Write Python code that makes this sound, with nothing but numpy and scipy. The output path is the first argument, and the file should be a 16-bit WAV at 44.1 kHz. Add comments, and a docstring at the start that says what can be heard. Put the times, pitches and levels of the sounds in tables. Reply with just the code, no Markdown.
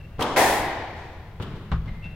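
"""A serve on a hard-walled indoor squash court, heard from the back wall.
Over a low ventilation rumble, soles squeak by stick-slip and the racket strikes the ball with a pop.
The ball bangs on the front wall, shoes thud on the wooden floor, and the ball grazes the side wall.
It bounces on the floor and thumps the back wall close by, exciting the panel's low modes.
Last come more steps, a scuff and squeaks, while the court's reverberation decays."""
import sys
import numpy as np
from scipy import signal
from scipy.fft import rfft, irfft, next_fast_len
from scipy.io import wavfile

SR = 44100
rng = np.random.default_rng(int(sys.argv[2]) if len(sys.argv) > 2 else 0)


def to_wav(sig):
    """Store sig (one row per channel, or 1-D mono) as 16-bit WAV at the path in sys.argv[1].

    Samples outside -1..1 are clipped; the rate is SR.
    """
    pcm = np.clip(np.atleast_2d(sig), -1, 1) * 32767
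    pcm = np.round(pcm).astype(np.int16)
    wavfile.write(sys.argv[1], SR, pcm.T)  # frames by channels


N = 94815
T = np.arange(N) / SR
SIZE = next_fast_len(2 * N, True)
HZ = np.maximum(np.arange(SIZE // 2 + 1) * SR / SIZE, 1)


def from_db(db):
    """Amplitude ratio: tenfold for every 20 dB."""
    return 10 ** (np.asarray(db) / 20)


def at_hz(points, hz):
    """Linear interpolation on a log-frequency axis."""
    f, value = np.transpose(points)
    return np.interp(np.log(hz), np.log(f), value)


def colour(x, spectrum):
    """Minimum-phase filtering: folding the cepstrum makes the response causal."""
    cepstrum = irfft(np.log(from_db(at_hz(spectrum, HZ))), SIZE)
    cepstrum[1:SIZE // 2] *= 2
    cepstrum[SIZE // 2 + 1:] = 0
    return irfft(rfft(x, SIZE) * np.exp(rfft(cepstrum)), SIZE)[..., :N]


def delayed(x, start):
    """Pure delay of `start` seconds."""
    return np.pad(x, ((0, 0), (max(int(start * SR), 0), 0)))[:, :N]


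# likeness of left and right: f/Hz, coherence
COHERENCE = [(100, 1), (400, 0.97), (850, .91), (1700, 0.58), (3300, 0.26), (6000, 0.021)]
ECHOES_PER_S, ECHO_SHARE = 820, 0.27


def diffuse_spectrum(echo_share):
    """Diffuse field: a smooth wash plus discrete echoes, coherent in the bass."""
    chance = ECHOES_PER_S / SR
    echoes = (rng.random((2, N)) < chance) * rng.choice([-1, 1], (2, N)) / np.sqrt(chance)
    wash = rng.standard_normal((2, N))
    mid, side = rfft(np.sqrt(1 - echo_share) * wash + np.sqrt(echo_share) * echoes, SIZE)
    coherence = at_hz(COHERENCE, HZ)
    return np.sqrt((1 + coherence) / 2) * mid + np.sqrt((1 - coherence) / 2) * side * [[1], [-1]]


def diffuse_noise(echo_share=0):
    """Pressure of a diffuse field at two points."""
    return irfft(diffuse_spectrum(echo_share), SIZE)[:, :N]


# reverberation time: f/Hz, T60/s
COURT_T60 = [(60, 2.4), (250, 1.42), (500, 1.32), (1000, 1.4743), (2000, 1.5), (4000, 1.39), (7500, 1.04),
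             (15000, 0.2)]


def court(build_s=0.011):
    """Impulse response: reverberation builds up, then each band decays exponentially."""
    field, tail = diffuse_spectrum(0), 0
    for k, (_, t60) in enumerate(COURT_T60):
        band = at_hz([(f, j == k) for j, (f, _) in enumerate(COURT_T60)], HZ)
        tail = tail + irfft(field * band, SIZE)[:, :N] * from_db(-60 * T / t60)
    return tail * (1 - np.exp(-T / build_s))


def reverberation(x):
    """Convolution with the court's impulse response."""
    return signal.fftconvolve(np.atleast_2d(x), court(), axes=-1)[:, :N]


# ventilation spectrum: f/Hz, level/dB
AIR_SPECTRUM = [(20, -20.5), (40, -19.5), (70, -18), (100, -14.5), (125, -20.5), (170, -23), (240, -37),
                (500, -38.5), (900, -46.5), (2000, -48), (4000, -58), (8000, -70), (15000, -66.5)]


def ventilation():
    """Stationary noise: a rumble with faint hiss."""
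    return colour(diffuse_noise(), AIR_SPECTRUM)


# footfalls: t/s, level/dB, T60/s
FOOTFALLS = [(0.184, 5.5, 0.12), (0.494, 2.5, 0.22), (0.597, 2, 0.33), (1.026, -19, 0.22), (1.515, 0, 1),
             (1.858, 3.5, 0.78), (2.05, -3, 0.67)]
# thud spectrum: f/Hz, level/dB
THUD_SPECTRUM = [(25, -13.5), (45, -12.5), (110, -13), (190, -15.5), (300, -36), (1000, -40.5),
                 (4000, -52.5), (14000, -101)]


def steps():
    """Impact excitation: the damped, sprung floor answers with dull thuds."""
    thuds = sum(delayed(diffuse_noise() * from_db(db - 60 * T / t60), start)
                for start, db, t60 in FOOTFALLS)
    return colour(thuds, THUD_SPECTRUM)


# scrapes of strings and soles: t/s, level/dB, twice the rise time/s, rasp level/dB
SCUFFS = [(0.205, -2, 0.011, -30), (0.2208, 0, 0.0087, -0.5), (1.415, -24.5, .002, 3),
          (1.423, -16.5, 0.0023, 6), (1.552, -30, 0.023, 1), (1.815, -41, 0.0036, 9)]
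# scrape spectrum: f/Hz, level/dB
SCUFF_SPECTRUM = [(400, -21), (1500, -26), (3500, -21.5), (7500, -30.5), (15000, -34.5)]


def scuffs(release_s=0.0095, rasp_hz=3150, bandwidth_hz=690, rasp_boost_db=7.5, room_db=-38):
    """Sliding friction: bursts of gritty noise drive a rasping resonance."""
    r = np.exp(-np.pi * bandwidth_hz / SR)
    numerator = np.array([1, 0, -1]) * (1 - r * r) / 2
    denominator = [1, -2 * r * np.cos(2 * np.pi * rasp_hz / SR), r * r]
    scrapes = 0
    for start, db, length, rasp_db in SCUFFS:
        rise = np.clip(2 * (T - start) / length, 0, 1)
        release = np.exp(-np.maximum(T - start - length / 2, 0) / release_s)
        grit = diffuse_noise(ECHO_SHARE) * rise * release * from_db(db)
        rasp = signal.lfilter(numerator, denominator, grit + 1e-18)
        scrapes = scrapes + grit + from_db(rasp_boost_db + rasp_db) * rasp
    direct = colour(scrapes, SCUFF_SPECTRUM)
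    return direct + from_db(room_db) * reverberation(direct)


# sole squeaks: t/s, duration/s, f/Hz, level/dB, reverberation gain/dB
SQUEAKS = [(0, 0.02, 2735, -52.5, -35.5), (0.033, 0.03, 2710, -53.5, -44), (.09, 0.16, 2740, -65, -36),
           (0.221, 0.0057, 3100, -26, -48), (1.419, 0.0069, 2880, -51, -48),
           (1.874, 0.024, 2078, -45.5, -35), (2.024, 0.056, 2707, -40.5, -37.5)]
# rubbing spectrum: f/Hz, level/dB
RUB_SPECTRUM = [(600, -20), (1900, 1.5), (3800, -9), (7000, -28.5), (15000, -41)]


def squeaks(waver_s=.003, waver_depth=0.0143, flutter_db=3.5):
    """Stick-slip oscillation of rubber: a wavering, fluttering tone over rubbing noise."""
    direct = to_court = 0
    for start, length, hz, db, room_db in SQUEAKS:
        waver, flutter = (np.interp(T / waver_s, np.arange(N), row)
                          for row in rng.standard_normal((2, N)))
        tone = np.sin(2 * np.pi * np.cumsum(hz * (1 + waver_depth * waver)) / SR)
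        rub = colour(rng.standard_normal(N), RUB_SPECTRUM)
        swell = np.sqrt(np.abs(np.sin(np.pi * np.clip((T - start) / length, 0, 1))))
        slip = from_db(db + flutter_db * flutter) * swell * (tone + rub)
        direct = direct + slip
        to_court = to_court + from_db(room_db) * slip
    return direct + reverberation(to_court)


# back wall modes: f/Hz, level/dB, T60/s
PANEL_MODES = [(30.1, -26.5, 0.97), (50.7, -23, 0.66), (68.8, -23, 0.83), (110.2, -27, 0.91),
               (159.4, -26.5, 0.93), (211.4, -37.5, 0.47)]


def panel(start):
    """Free vibration: the struck back wall booms as a sum of damped modes."""
    boom = sum((-1) ** k * from_db(db - 60 * T / t60) * np.sin(2 * np.pi * hz * T)
               for k, (hz, db, t60) in enumerate(PANEL_MODES))
    return delayed(np.array([boom, boom]), start)


# front wall crack spectrum: f/Hz, level/dB
CRACK_SPECTRUM = [(1500, -29), (3000, -22.5), (4500, -20.5), (7000, -19.5), (10000, -20.5), (15500, -26.5)]


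def crack(start, rise_s=0.011, knee_s=.2, early_db_per_s=56, late_db_per_s=138):
    """Two-slope decay: the front wall's bright crack swells, sinks slowly, then dies quickly."""
    fall_db = early_db_per_s * np.minimum(T, knee_s) + late_db_per_s * np.maximum(T - knee_s, 0)
    wash = diffuse_noise(ECHO_SHARE / 2) * (1 - np.exp(-T / rise_s)) * from_db(-fall_db)
    return delayed(colour(wash, CRACK_SPECTRUM), start)


def impact(contact, spectrum, echo_s=.0088):
    """Multipath propagation: direct pulse, echo off the nearest surface, early reflections, tail."""
    start, db, direct_db, echo_db, early_db, early_t60, tail_db, corner_hz = contact
    pole = np.exp(-2 * np.pi * corner_hz / SR)  # a softer contact has a lower corner
    pulse = np.ones((2, 1)) * (1 - pole) * pole ** np.arange(N)
    echo = from_db(echo_db) * delayed(pulse, echo_s)
    early = diffuse_noise(ECHO_SHARE) * from_db(early_db - 60 * T / early_t60)
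    paths = from_db(direct_db) * pulse + echo + early + from_db(tail_db) * court()
    return from_db(db) * delayed(colour(paths, spectrum), start)


# spectra of the ball on each surface: f/Hz, level/dB
ON_RACKET = [(70, -28.5), (170, -14.5), (290, -5.5), (380, -12.5), (520, -9), (660, -12), (960, -9),
             (1600, -21), (3100, -30.5), (6000, -39.5), (14000, -51)]
ON_WALL = [(90, -26), (220, -9), (330, -2), (580, -2), (790, 3), (1000, -2), (1280, -13.5), (1460, -10),
           (1900, -5), (2700, -16), (3500, -17), (5000, -23), (14000, -40.5)]
ON_FLOOR = [(35, -36), (85, -11.5), (170, -16), (250, -20), (380, -21), (480, -27.5), (700, -31),
            (1300, -30.5), (2200, -40.5), (3500, -44.5), (7000, -65), (15000, -87)]
ON_BACK_WALL = [(40, -2), (150, -11), (300, -15.5), (600, -24), (1100, -14.5), (1600, -21), (2300, -30),
                (3500, -33.5), (7000, -54.5), (15000, -72)]
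# ball contacts: t/s, level/dB, direct/dB, echo/dB, early/dB, early T60/s, tail/dB, corner f/Hz
CONTACTS = [(.193, 0, 10, 17, -4, 0.36, 0.5, 1500), (0.3627, -0.5, 15, 11, -3, 0.43, 0, 5070),
            (.955, -27.5, -1, -10, -17, 0.18, 0.5, 2020), (1.399, 2.5, 9, 5, 4, 0.13, -1.5, 1300),
            (1.7164, 0, 12, 7, 2.5, 0.17, -20, 6000)]


def ball():
    """Impulsive excitation of racket, front wall, side wall, floor and back wall in turn."""
    spectra = ON_RACKET, ON_WALL, ON_WALL, ON_FLOOR, ON_BACK_WALL
    front_wall_s, back_wall_s = CONTACTS[1][0], CONTACTS[-1][0]
    return crack(front_wall_s) + sum(map(impact, CONTACTS, spectra)) + panel(back_wall_s)


# left minus right: f/Hz, level difference/dB
BALANCE = [(100, 1.35), (800, 0.6), (2200, 3.0), (6000, 2.2), (14000, 0.47)]


def scene():
    """Superposition of all sources, a little louder on the left."""
    mix = ball() + steps() + scuffs() + squeaks() + ventilation()
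    channel_gains = from_db(at_hz(BALANCE, HZ) * [[.5], [-.5]])
    return irfft(rfft(mix, SIZE) * channel_gains, SIZE)[:, :N]


def record(dry, ceiling=.75, cutoff_hz=15900):
    """Soft saturation rounds the peaks; a steep low-pass cuts the highest treble."""
    rounded = ceiling * np.tanh(dry / ceiling)
    return signal.sosfilt(signal.ellip(12, .1, 90, cutoff_hz, fs=SR, output="sos"), rounded)


dry = scene()
out = record(dry)
to_wav(out)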